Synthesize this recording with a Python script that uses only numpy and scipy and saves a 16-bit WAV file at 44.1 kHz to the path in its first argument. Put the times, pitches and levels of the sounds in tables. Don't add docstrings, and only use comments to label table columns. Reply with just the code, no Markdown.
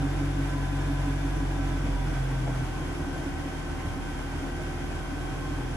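import sys
import numpy as np
from scipy import signal
from scipy.fft import rfft, irfft
from scipy.io import wavfile
from scipy.ndimage import uniform_filter1d

SR = 44100
rng = np.random.default_rng(int(sys.argv[2]) if len(sys.argv) > 2 else 0)


def digitize_waveform(pressure):
    field = np.atleast_2d(pressure).T
    bounded = np.clip(field, -1, 1)
    quanta = np.round(bounded * 32767).astype(np.int16)
    wavfile.write(sys.argv[1], SR, quanta)


N = 254016
TIME = np.arange(N) / SR
HZ = np.maximum(np.arange(N // 2 + 1) * SR / N, 1)


# time [s], gain of the throb, gas flutter and puffs [dB].
ROUGHNESS = [(0, 1.5), (0.8, -1), (1.4, 1.5), (1.9, 2), (2.6, 1.5), (3.3, 0), (4.3, -1.6), (4.9, -0.5),
             (5.5, 1.5), (5.76, 1)]


def engine(firings, rate, fast):
    slow = 1 - fast
    first, second, third = firing_orders(firings, rate, fast)
    third_sway = lope(firings, once=0, twice=0.2 * fast, rough_db=0.4, late=0.14)
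    chug = lope(firings, once=0.17 * slow ** 2, twice=0.25 * slow ** 2, rough_db=0.3, late=0.66)
    drone = first + third_sway * third + chug * (second + low_puff(slow))
    uneven = at_idle(fast, fast_db=-44, slow_db=-42) * throb(firings)
    roughness_db, = in_time(ROUGHNESS)
    rough = from_db(roughness_db) * (uneven + gas_flutter(firings, fast) + puffs(firings, fast))
    return drone + boom(firings, fast) + rough


# multiple of the firing rate, level at fast idle [dB], level at slow idle [dB].
DRONE = [(1, -42.5, -43.5), (2, -36, -41.5), (3, -35.5, -53)]


def firing_orders(firings, rate, fast):
    orders = []
    for k, fast_db, slow_db in DRONE:
        order = round(k)
        level = at_idle(fast, fast_db, slow_db) * standing_waves(order * rate)
        orders.append(level * tone(order * firings, scatter=0.091, per_s=3.0))
    return orders


# centre [Hz], half width [Hz], gain at the centre [dB].
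STANDING_WAVES = [(45, 4.0, 13.5), (87, 1.2, -9), (127.4, 2.4, 13), (131.1, 2.8, 12.5), (140, 2.2, 4)]


def standing_waves(hz):
    return from_db(sum(db * np.exp(-((hz - centre) / width) ** 2) for centre, width, db in STANDING_WAVES))


def boom(firings, fast):
    beats = lope(firings, once=0.5 * fast, twice=0.45, rough_db=0.6, late=0.96)
    level = at_idle(fast, fast_db=-35.5, slow_db=-51.5)
    return level * tone(6 * firings, scatter=0.19, per_s=1.3) * beats


def low_puff(slow):
    return from_db(-45) * slow * noise(np.abs(resonance(70.3, width_hz=28)) ** 2)


def throb(firings, size=4096, count=100):
    pattern = np.zeros(N)
    for share in (0.8, drift(1.72), drift(3.3)):
        harmonics = np.exp(2j * np.pi * rng.random(count))
        cycle = irfft(np.append(0, harmonics), size)
        pattern += share * np.interp(firings / 8, np.arange(size) / size, cycle, period=1)
    pattern /= np.sqrt(uniform_filter1d(pattern ** 2, size=SR // 5))
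    through_exhaust = irfft(rfft(pattern) * (exhaust_colour() + from_db(-19.0)), N)
    return rms_one(hall(through_exhaust, wet_db=-2.0))


# place in the engine cycle [cycles], ring [Hz], level at fast idle [dB], level at slow idle [dB].
PUFFS = [(0.54, 282, -48.5, -45), (0.92, 282, -49.5, -46), (0.58, 141, -47.5, -49.5)]
PUFF_RING_S, PUFF_SPREAD_DB = 0.009, 1.5


def puffs(firings, fast):
    cycle, out = cycles(firings), 0
    for place, hz, fast_db, slow_db in PUFFS:
        last_puff_s = np.interp(np.floor(cycle - place) + place, cycle, TIME)
        age = TIME - last_puff_s
        envelope = age * np.exp(-age / PUFF_RING_S)
        ring = envelope * np.sin(2 * np.pi * (hz * age + rng.random()))
        varied = ring * from_db(PUFF_SPREAD_DB * drift(10.6))
        out = out + at_idle(fast, fast_db, slow_db) * rms_one(varied)
    return out


def gas_flutter(firings, fast):
    swells = lope(firings, once=0.11 * fast, twice=0.13, rough_db=1.5)
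    return at_idle(fast, fast_db=-43.0, slow_db=-45.5) * noise(exhaust_colour()) * swells


# centre [Hz], width of a single pass [Hz], gain [dB].
EXHAUST = [(66, 22, -8.5), (138.3, 36, -0.5), (281.3, 27, 0.5), (343, 157, -12.5)]


def exhaust_colour():
    return sum(from_db(db) * np.abs(resonance(hz, width)) ** 2 for hz, width, db in EXHAUST)


def lope(firings, once, twice, rough_db, late=0):
    angle = 2 * np.pi * (cycles(firings) - late)
    swell = np.exp(once * np.cos(angle) + twice * np.cos(2 * angle))
    return rms_one(swell * from_db(rough_db * drift(21)))


FIRST_THROB_S = 0.053


def cycles(firings):
    return (firings - np.interp(FIRST_THROB_S, TIME, firings)) / 8


def at_idle(fast, fast_db, slow_db):
    return from_db(slow_db + (fast_db - slow_db) * fast)


PULLEY_RATIO = 3.622
BELT_SLIP = 0.0025


def belt(firings, fast):
    pulley = unsteady(PULLEY_RATIO * firings, BELT_SLIP, per_s=14.4)
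    return engine_overtones(firings, fast) + pulley_whine(pulley) + pulley_spells(pulley)


# multiple of the firing rate, level at fast idle [dB], level at slow idle [dB],
# wavering share, speed of the wavering [Hz].
OVERTONES = [(3.97, -54, -54, 0.45, 3.9), (5, -54.5, -63, 0.73, 3.1), (6.605, -64, -45.5, 0.59, 4.2),
             (6.955, -67, -51.5, 0.66, 8.4), (7.24, -50.5, -60.5, 0.44, 5.1), (8.48, -56.5, -47, 0.33, 2.1),
             (14.52, -61, -64, 1, 5), (25.6, -66, -59.5, 1, 15), (36.35, -55.5, -64, 1.1, 13),
             (52.2, -64.5, -70, 1.6, 22), (76.9, -60.5, -62, 2.2, 54)]


def engine_overtones(firings, fast):
    out = 0
    for k, fast_db, slow_db, scatter, blur_hz in OVERTONES:
        out = out + at_idle(fast, fast_db, slow_db) * tone(k * firings, scatter, per_s=blur_hz)
    return out


# time [s], level [dB].
WHINE = [(0, -57), (0.33, -57), (0.42, -49), (1.12, -47.5), (1.2, -57), (1.3, -49), (1.52, -53),
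         (1.63, -49.5), (1.78, -56), (1.92, -49), (2.14, -50), (2.22, -60), (3, -74)]


def pulley_whine(pulley):
    whine_db, = in_time(WHINE)
    return from_db(whine_db) * tone(6 * pulley, scatter=0.36, per_s=18)


# start [s], length [s], multiple of its turning rate, level [dB], wavering share.
SPELLS = [(0.0, 0.48, 2, -44, .5), (0.5, 1.2, 4, -55, .5), (0.4, 1.05, 10, -57, 1.8),
          (0.76, 0.18, 10, -53, 0.9), (1.2, 0.64, 2, -44, 0.58), (1.55, 0.28, 8, -54, 0.62),
          (2.72, 0.18, 7, -50, .4), (3.72, .28, 7, -52, 0.44), (4.999, 0.3, 7, -58, .5),
          (5.38, 0.17, 7, -50, .3)]
SPELL_FADE_S = 0.074


def pulley_spells(pulley):
    out = 0
    for start, length, k, db, scatter in SPELLS:
        inside_s = np.minimum(TIME - start, start + length - TIME)
        swell = np.clip(0.5 + inside_s / SPELL_FADE_S, 0, 1)
        out = out + from_db(db) * swell * tone(round(k) * pulley, scatter, per_s=28)
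    return out


# time [s], hum [Hz], level of the hum [dB], level of its octave [dB].
ROOF_MOTOR = [(0, 157, -49, -42.5), (1.3, 156.2, -45, -51.5), (2.7, 156, -42.5, -49),
              (4, 156.3, -47.5, -69), (5.76, 153.5, -47.5, -43.5)]


def roof_motor():
    hz, hum_db, octave_db = in_time(ROOF_MOTOR)
    turns = np.cumsum(hz) / SR
    hum = from_db(hum_db) * tone(turns, scatter=0.16, per_s=3.2)
    octave = from_db(octave_db) * tone(2 * turns, scatter=1.0, per_s=5.2)
    return hum + octave


# multiple of its turning rate, level [dB], wavering share.
PUMP = [(2, -49.5, 0.92), (4, -51, 0.51), (5, -59.5, 0.67), (6, -70.5, .6)]
PUMP_HZ, PUMP_SLIP = 384.35, 0.0028


def fuel_pump():
    turns = unsteady(PUMP_HZ * TIME, PUMP_SLIP, per_s=11.5)
    return sum(from_db(db) * tone(round(k) * turns, scatter, per_s=19) for k, db, scatter in PUMP)


# time [s], level before the mode's own gain [dB].
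LATCH = [(2.472, -39), (2.477, -34.5), (2.491, -43)]
# pitch [Hz], gain [dB], time to die away by 60 dB [s].
FRAME = [(476, -3, 0.1), (560, -1, 0.083), (680, -3, .05), (825, -1, .045), (1028, -11, .06),
         (1400, -12, .04), (2180, -12, .04)]


def latch():
    out = np.zeros(N)
    for s, db in LATCH:
        age = np.maximum(TIME - s, 0)
        for hz, mode_db, t60 in FRAME:
            strike_db = db + mode_db + rng.normal(0, 1)
            decay = from_db(strike_db - 60 * age / t60)
            out += rng.choice([-1, 1]) * decay * np.sin(2 * np.pi * hz * age)
    return hall(out, wet_db=-6)


# time of the peak [s], level at the peak [dB], centre [Hz], time constant of the decay [s].
KNOCKS = [(1.833, -42, 220, 0.072), (1.865, -41.5, 470, 0.047), (2.307, -44, 1047, .022),
          (2.445, -43, 650, .04), (2.549, -47, 880, .04), (2.607, -46, 680, .022), (3.162, -40, 689, .024),
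          (3.793, -45.5, 1807, 0.033), (3.876, -36, 94, 0.088), (3.882, -42, 610, .02),
          (4.449, -44, 596, 0.051), (4.594, -42, 600, .04)]


def knocks():
    out = np.zeros(N)
    for s, db, hz, length in KNOCKS:
        age = TIME - s
        envelope = np.exp(-np.abs(age) / np.where(age < 0, 0.3 * length, length))
        colour = np.abs(resonance(hz, 0.55 * hz)) ** 2
        body = irfft(rfft(rng.standard_normal(N)) * colour, N)
        out += from_db(db) * envelope * rms_one(body)
    return hall(out, wet_db=-4)


# frequency [Hz], relative level per Hz [dB].
RUSH_COLOUR = [(400, -72), (700, -70.5), (1000, -72.5), (1250, -75.5), (1550, -73.5), (1850, -79.5),
               (2300, -79.5), (3200, -81.5), (4000, -90), (5200, -88), (8200, -93), (10900, -90.5),
               (11800, -102), (12600, -111)]
RUMBLE_COLOUR = [(20, -26), (35, -6), (60, 0.5), (110, -10.5), (200, -7), (330, -11.5), (480, -20),
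                 (900, -46)]
RUSH_DB, RUMBLE_DB = -40.5, -44


def air():
    low_cut = 1 / np.sqrt(1 + (370 / HZ) ** 8)
    rush = noise(from_db(over_hz(RUSH_COLOUR)) * reflections(strength=0.08) * low_cut)
    easing_db = 0.63 * (1 - TIME / TIME[-1] * 2)
    flutter_db = 0.47 * drift(9.2)
    rumble = noise(from_db(over_hz(RUMBLE_COLOUR)))
    return from_db(RUSH_DB + easing_db + flutter_db) * rush + from_db(RUMBLE_DB) * rumble


def reflections(strength, count=8):
    delays_s = rng.uniform(0.002, 0.018, (count, 2, 1))
    return 1 + strength * sum(np.exp(-2j * np.pi * HZ * delay) for delay in delays_s)


HALL_T60_S = 1.27


def hall(x, wet_db):
    tail = rng.standard_normal((2, N)) * from_db(-60 * TIME / HALL_T60_S)
    tail /= np.sqrt(np.sum(tail ** 2, axis=1, keepdims=True))
    return x + from_db(wet_db) * irfft(rfft(x) * rfft(tail), N)


# frequency [Hz], then left-right likeness [0-1], left minus right [dB] or lead of the left [radians].
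LIKENESS = [(60, 0.9), (150, 0.83), (300, 0.87), (450, 0.35), (800, 0.49), (1200, 0.28), (1550, 0.61),
            (2000, 0.17), (2700, 0.51), (4000, 0.21), (6500, 0.37), (8500, 0.21), (10000, 1), (12000, 0.99)]
BALANCE = [(100, -3), (400, 3.5), (600, 1), (1000, 3), (1400, -1), (1750, -0.5), (2100, -7), (2600, -2),
           (3000, 0.2), (3900, 0.5), (5000, 4.5), (6000, 8), (7500, 3.5), (8500, -0.5), (11000, 0)]
LEAD = [(20, 0), (1900, -0.08), (2670, 3), (3100, 3), (4200, 6.5), (5000, 10.5), (6300, 11.5), (7200, 12.5),
        (8180, 14), (9730, 10), (10500, 8.5), (11700, 6.5)]


def noise(response):
    shared, *diffuse = rfft(rng.standard_normal((3, N)))
    alike = np.clip(over_hz(LIKENESS), 0, 1)
    sides = np.array([[1], [-1]])
    direct = np.sqrt(alike) * shared * np.exp(0.5j * sides * over_hz(LEAD))
    both = direct + np.sqrt(1 - alike) * np.array(diffuse)
    balance = from_db(sides * over_hz(BALANCE) / 2)
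    return rms_one(irfft(both * response * balance, N))


def tone(turns, scatter, per_s):
    phase = 2 * np.pi * (turns + rng.random())
    sine, cosine = np.sin(phase), np.cos(phase)
    sides = [(1 + scatter * drift(per_s)) * sine + scatter * drift(per_s) * cosine for side in range(2)]
    return rms_one(np.array(sides))


def unsteady(turns, slip, per_s):
    return np.cumsum(np.gradient(turns) * (1 + slip * drift(per_s)))


def drift(per_s):
    r = np.exp(-200 * np.pi * per_s / SR)
    chance = rng.standard_normal(N // 100 + 1002)
    slow = signal.lfilter([1], [1, -2 * r, r * r], chance)[1000:]
    return np.interp(np.arange(N) / 100, np.arange(len(slow)), rms_one(slow))


def resonance(hz, width_hz):
    return 1 / (1 + 1j * (HZ ** 2 - hz ** 2) / (HZ * width_hz))


def from_db(db):
    return 10 ** (np.asarray(db) / 20)


def rms_one(x):
    return x / np.sqrt(np.mean(x ** 2) + 1e-20)


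def in_time(rows):
    s, *columns = np.transpose(rows)
    return [np.interp(TIME, s, c) for c in columns]


def over_hz(points):
    hz, value = np.transpose(points)
    return np.interp(np.log(HZ), np.log(hz), value)


# time [s], firing rate [firings per second].
IDLE = [(0, 46.35), (0.3, 46.84), (0.55, 46.24), (0.85, 46.45), (1.75, 45.59), (2.1, 44.33), (2.4, 43.38),
        (2.95, 41.1), (3.4, 41.1), (3.9, 41.44), (4.5, 41.3), (5.1, 41.58), (5.76, 42.03)]


def scene():
    rate, = in_time(IDLE)
    firings = np.cumsum(rate) / SR
    fast = (rate - rate.min()) / np.ptp(rate)
    car = engine(firings, rate, fast) + belt(firings, fast) + roof_motor() + fuel_pump()
    return car + latch() + knocks() + air()


def record(dry):
    steep_cut = signal.ellip(10, 0.2, 80, 12700, fs=SR, output="sos")
    return signal.sosfilt(steep_cut, dry)


dry = scene()
out = record(dry)
digitize_waveform(out)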